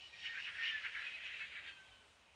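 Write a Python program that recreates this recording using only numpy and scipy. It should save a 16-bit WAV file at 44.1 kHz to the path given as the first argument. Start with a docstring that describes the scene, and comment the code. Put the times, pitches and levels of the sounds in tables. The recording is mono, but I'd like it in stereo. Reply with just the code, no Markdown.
"""A small model glider sweeps past a windy hilltop and climbs away, heard on the right.
From the start, air rushes over its wings in surges, above a soft wind hiss and a faint low drone.
Edges and gaps whistle in the flow, loudest near 0.65 s, sinking in pitch as it passes and slows.
Near 1.7 s the main whistle returns lower and the rush dies down. A puff of wind meets the
microphone near 1.9 s, and the glider fades into the hiss."""
import sys
import numpy as np
from scipy import signal
from scipy.fft import next_fast_len
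from scipy.io import wavfile
from scipy.ndimage import uniform_filter1d, map_coordinates

SR = 44100
rng = np.random.default_rng(int(sys.argv[2]) if len(sys.argv) > 2 else 0)


def dump_mix(stems):
    """Bounce the given channels to the path in sys.argv[1] as a 16-bit WAV at rate SR."""
    frames = np.atleast_2d(stems).T  # one column per channel
    limited = np.clip(frames, -1, 1)  # hard clip at full scale
    pcm = np.round(limited * 32767).astype(np.int16)
    wavfile.write(sys.argv[1], SR, pcm)


N = 103635
T = np.arange(N) / SR

# Surges of the rush in three parts, as relative levels: time_s, low_db, middle_db, treble_db
RUSH_SURGES = [(0.0, -87, -49, -58), (0.07, -65, -59, -54.5), (0.105, -80, -61, -61.5),
               (0.16, -58, -54.5, -57.5), (0.225, -62, -47, -52.5), (0.26, -45.5, -39.5, -48.5),
               (0.32, -48, -48, -54), (0.39, -41, -43, -54), (0.44, -61, -42.0, -49.5),
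               (0.485, -37, -39.5, -53.5), (0.53, -46.5, -51.0, -57.5), (0.58, -43, -46.5, -53.5),
               (0.63, -40, -39.5, -49.5), (0.67, -45, -32.0, -43), (0.72, -44, -43.5, -52.5),
               (0.77, -48, -40, -54.0), (0.82, -46.5, -49.5, -53.5), (0.86, -33.5, -36, -51.5),
               (0.915, -52, -47.5, -56), (0.965, -35.5, -44.5, -54), (1.01, -39.5, -43.5, -53.5),
               (1.06, -43, -41, -54), (1.12, -51, -45.5, -55), (1.2, -52, -46, -59),
               (1.26, -47, -40.5, -52.5), (1.3, -47.5, -44, -56), (1.37, -50.5, -43, -55.0),
               (1.425, -39, -48.5, -54), (1.485, -54, -47.5, -59), (1.575, -43.5, -45.5, -58),
               (1.63, -48.5, -47, -63), (1.68, -46, -45.5, -56), (1.75, -64.5, -59.5, -68),
               (1.86, -69, -60, -65), (1.96, -75, -62.5, -67), (2.17, -77.0, -67.5, -71.5),
               (2.35, -77.0, -63.5, -74.5)]
# Centres of those three parts: centre_hz
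RUSH_CENTRES_HZ = [1720, 2564, 3930]
# Spectral envelope of the rush: frequency_hz, gain_db
RUSH_SPECTRUM = [(800, -27.5), (1000, -22.5), (1200, -15), (1400, -5.5), (1600, -1.5), (1850, 2),
                 (2200, 0.5), (2600, 1), (2950, 1), (3200, 1), (3480, -3), (3900, 0), (4200, -6),
                 (4550, -5.5), (5000, -14), (5400, -12), (5900, -30.5), (7500, -28.5), (9000, -42.5)]
def wing_rush():
    """Turbulence behind the wings radiates broadband noise; its bands surge together, flicker apart."""
    rounding_s, trim_db, flicker_db = 0.024, -1.31, 1.77
    part_widths_hz = [800, 1300, 1100]
    levels = [uniform_filter1d(db, size=int(rounding_s * SR)) for db in in_time(RUSH_SURGES)]
    densities = [db - 10 * np.log10(width) for db, width in zip(levels, part_widths_hz)]
    out, edges = 0, np.geomspace(800, 9000, 33)
    for low, high in zip(edges, edges[1:]):
        hz = np.sqrt(low * high)
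        shares = [np.interp(np.log(hz), np.log(RUSH_CENTRES_HZ), row) for row in np.eye(len(levels))]
        surge_db = sum(share * density for share, density in zip(shares, densities))
        gain = from_db(trim_db + surge_db + at_hz(RUSH_SPECTRUM, hz) + flicker_db * drift(24))
        out += shaded(gain * band_noise(low, high), hz)
    return out


# Course of the main whistle: time_s, pitch_hz, level_db, octave_db, roughness (0 to 1)
EDGE_TONE = [(0, 1865, -68.5, -74, .3), (.11, 1870, -72.5, -66, 0.4), (.14, 1875, -57.5, -60.5, 0.42),
             (.235, 1870, -55.5, -54, 0.42), (.27, 1850, -49.5, -49, 0.65), (.33, 1835, -40, -61, 0.64),
             (.37, 1795, -45.5, -67, .6), (.43, 1760, -62, -73, 0.7), (.55, 1815, -70, -75, .6),
             (.6, 1830, -40, -68, 0.2), (.638, 1830, -33.5, -55, 0.42), (.69, 1840, -41.5, -53.5, 0.77),
             (.72, 1790, -40, -48, 0.4), (.755, 1750, -36.5, -56, 0.42), (.785, 1725, -43, -63, 0.4),
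             (.82, 1710, -65.5, -77, 0.65), (1.61, 1618, -72.5, -86, 0.8), (1.68, 1611, -42, -56.5, 0.5),
             (1.75, 1570, -61.5, -60, 0.54), (1.81, 1540, -50.5, -68, 0.3), (1.86, 1534, -61, -81, 0.36),
             (1.93, 1528, -66, -62, 0.37), (2.0, 1515, -66, -69, 0.37), (2.1, 1487, -77.5, -74.5, 0.4),
             (2.35, 1500, -89, -87, .3)]
def edge_whistle():
    """Edge tone: flow oscillating at an edge sounds three harmonics, sinking as the airspeed falls."""
    waver, third_harmonic_db = 0.00295, -20.5  # share of the pitch; level relative to the octave
    hz, db, octave_db, rough = in_time(EDGE_TONE)
    hz = hz * (1 + waver * drift(11))
    out = 0
    for k, level_db in enumerate([db, octave_db, octave_db + third_harmonic_db], 1):
        harmonic = from_db(level_db) * tone(k * hz, width_hz=40, rough=rough)
        out += shaded(harmonic, k * hz)
    return out


# Brief whistles of other edges and gaps: start_s, length_s, pitch_hz, level_db
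BRIEF_TONES = [(-.04, 0.14, 2960, -53), (-.02, 0.2, 3960, -64), (0.118, 0.044, 2430, -51.5),
               (.22, 0.087, 2940, -44), (0.328, .06, 1530, -45.5), (0.367, 0.048, 1630, -43),
               (.4, 0.11, 2886, -47.5), (0.496, .08, 1680, -52), (.63, 0.0862, 2880, -38.5),
               (0.662, 0.076, 3080, -41.5), (0.835, 0.053, 1582, -41), (0.961, .12, 3966, -56.5),
               (1.03, 0.076, 2530, -43.5), (1.111, 0.069, 2536, -45), (1.129, 0.044, 3980, -57),
               (1.219, 0.081, 2552, -46.5), (1.32, 0.072, 2673, -48.5), (1.391, .07, 2600, -45),
               (1.402, .06, 2190, -44.5), (1.537, .07, 2287, -46.5), (1.646, 0.047, 1740, -48),
               (1.66, 0.056, 3610, -56), (1.681, 0.085, 4380, -65.5), (1.69, 0.098, 2560, -56),
               (2.252, .08, 2490, -68)]
def brief_whistles():
    """Flow-excited tones: other edges and gaps each sound for a moment, sagging slightly in pitch."""
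    out, sag_per_s = 0, 0.1
    for start, length, hz, db in BRIEF_TONES:
        pitch = hz * (1 - sag_per_s * (T - start - length / 2))
        whistle = from_db(db) * swell(start, length) * tone(pitch, width_hz=52, rough=0.68)
        out += shaded(whistle, hz)
    return out


# Level difference between the sides: frequency_hz, left_minus_right_db
SHADOW = [(900, -25), (1500, -12), (2300, -17), (3000, -16), (3900, -10), (4600, -21), (5200, -7),
          (5900, 12), (7000, 10.5), (10000, -20)]
def shaded(x, hz):
    """Acoustic shadow: a narrow band from the right is weaker on the left, except around 6-7 kHz."""
    return np.array([x * from_db(at_hz(SHADOW, hz)), x])


# Level and lead of the left side over time: time_s, left_lift_db, left_lead_ms
LEFT_SIDE = [(0, 2, 0.35), (.6, -1, 0.32), (1.2, -1.5, 0.28), (1.65, 0.5, 0.23), (2.35, -5, 0.29)]
def glider():
    """Binaural differences: the left side's level and lead vary; the glider stays on the right."""
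    left_phase_rad = 1.3
    left, right = wing_rush() + edge_whistle() + brief_whistles()
    lift_db, lead_ms = in_time(LEFT_SIDE)
    analytic = signal.hilbert(left, next_fast_len(N))[:N]
    left = np.real(analytic * np.exp(1j * left_phase_rad))
    left = map_coordinates(left, [np.arange(N) + lead_ms * SR / 1000], order=3, mode="nearest")
    return np.array([left * from_db(lift_db), right])


# Spectrum of the wind hiss and far rumble, before the fade: frequency_hz, density_db
WIND_SPECTRUM = [(25, -112), (40, -106), (52, -99), (68, -76), (100, -90.5), (150, -92.5), (300, -99),
                 (600, -97), (1000, -97), (2000, -102), (3200, -106), (5000, -109), (8000, -110),
                 (9300, -116), (10400, -131), (12500, -129)]
# Likeness of the wind on the two sides: frequency_hz, correlation (-1 to 1)
WIND_CORRELATION = [(40, -0.59), (100, -0.93), (250, -0.56), (600, -0.16), (1500, -0.17), (8000, -0.19)]
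# Slow fade of the wind: time_s, gain_db
WIND_FADE = [(0, -1), (.7, 0), (1.8, -0.16), (2.2, -2.5), (2.35, -3.5)]
def wind():
    """Partial correlation: in-phase and antiphase noise add to a wide, soft, wavering hiss."""
    flicker_db = 1.48
    out, edges = 0, np.geomspace(22, 12750, 23)
    for low, high in zip(edges, edges[1:]):
        hz = np.sqrt(low * high)
        correlation = at_hz(WIND_CORRELATION, hz)
        in_phase = np.sqrt((1 + correlation) / 2) * band_noise(low, high)
        antiphase = np.sqrt((1 - correlation) / 2) * band_noise(low, high) * [[1], [-1]]
        out += from_db(at_hz(WIND_SPECTRUM, hz) + flicker_db * drift(5.3)) * (in_phase + antiphase)
    return out * from_db(in_time(WIND_FADE)[0])


# Partials of the faint low drone: start_s, length_s, pitch_hz, level_db
DRONE_PARTIALS = [(-1.1, 4.4, 65, -73), (-0.54, 1.8, 110, -72), (0.052, 0.52, 210, -74.5)]
def drone():
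    """Random modulation makes three low tones waver; the left side is weaker and in antiphase."""
    hum = sum(from_db(db) * swell(start, length) * tone(hz, width_hz=8.8, rough=0.62)
              for start, length, hz, db in DRONE_PARTIALS)
    return np.array([-0.64 * hum, hum])


# Envelope of one puff of wind: time_s, level_db
PUFF_ENVELOPE = [(1.83, -88), (1.88, -79), (1.94, -65.5), (2.0, -78), (2.06, -87)]
def wind_puff():
    """Pressure fluctuations of wind on the microphone make a brief rumble, alike on both sides."""
    return from_db(in_time(PUFF_ENVELOPE)[0]) * rms_one(band_noise(50, 112))


def tone(hz, width_hz, rough):
    """A carrier of unit power, with the share rough squared in noise sidebands around the pitch."""
    body = np.sqrt(2 * (1 - rough ** 2)) + rough * (drift(width_hz) + 1j * drift(width_hz))
    cycles = np.cumsum(hz * np.ones(N)) / SR + rng.random()
    return np.real(body * np.exp(2j * np.pi * cycles))


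def band_noise(low_hz, high_hz):
    """Band-passed white noise with unit power per Hz."""
    sos = signal.butter(4, [low_hz, high_hz], "band", fs=SR, output="sos")
    noise = signal.sosfilt(sos, rng.standard_normal(N + SR // 10))[-N:]
    return rms_one(noise) * np.sqrt(high_hz - low_hz)


def drift(rate_hz):
    """Low-passed noise: slow random motion of unit power."""
    step, settling = 40, 2000  # samples per point; points for the filter to settle
    pole = np.exp(-2 * np.pi * rate_hz * step / SR)
    noise = rng.standard_normal(N // step + settling + 2)
    slow = signal.lfilter([1], [1, -2 * pole, pole * pole], noise)[settling:]
    return np.interp(np.arange(N) / step, np.arange(len(slow)), rms_one(slow))


def swell(start_s, length_s):
    """A half-sine envelope."""
    return np.sin(np.pi * np.clip((T - start_s) / length_s, 0, 1))


def in_time(rows):
    """Linear interpolation of each column at every sample."""
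    times, *columns = np.transpose(rows)
    return [np.interp(T, times, column) for column in columns]


def at_hz(points, hz):
    """Interpolation of a spectrum on a log-frequency axis."""
    frequencies, values = np.transpose(points)
    return np.interp(np.log(hz), np.log(frequencies), values)


def from_db(db):
    """Decibels to amplitude ratio."""
    return 10 ** (np.asarray(db) / 20)


def rms_one(x):
    """Normalisation to unit power."""
    return x / np.sqrt(np.mean(np.abs(x) ** 2) + 1e-20)


def scene():
    """Superposition: the glider adds to the hilltop's background."""
    return glider() + wind() + drone() + wind_puff()


def record(dry):
    """An elliptic low-pass filter cuts the top treble steeply."""
    cutoff_hz = 12750
    return signal.sosfilt(signal.ellip(10, .1, 70, cutoff_hz, fs=SR, output="sos"), dry)


dry = scene()
out = record(dry)
dump_mix(out)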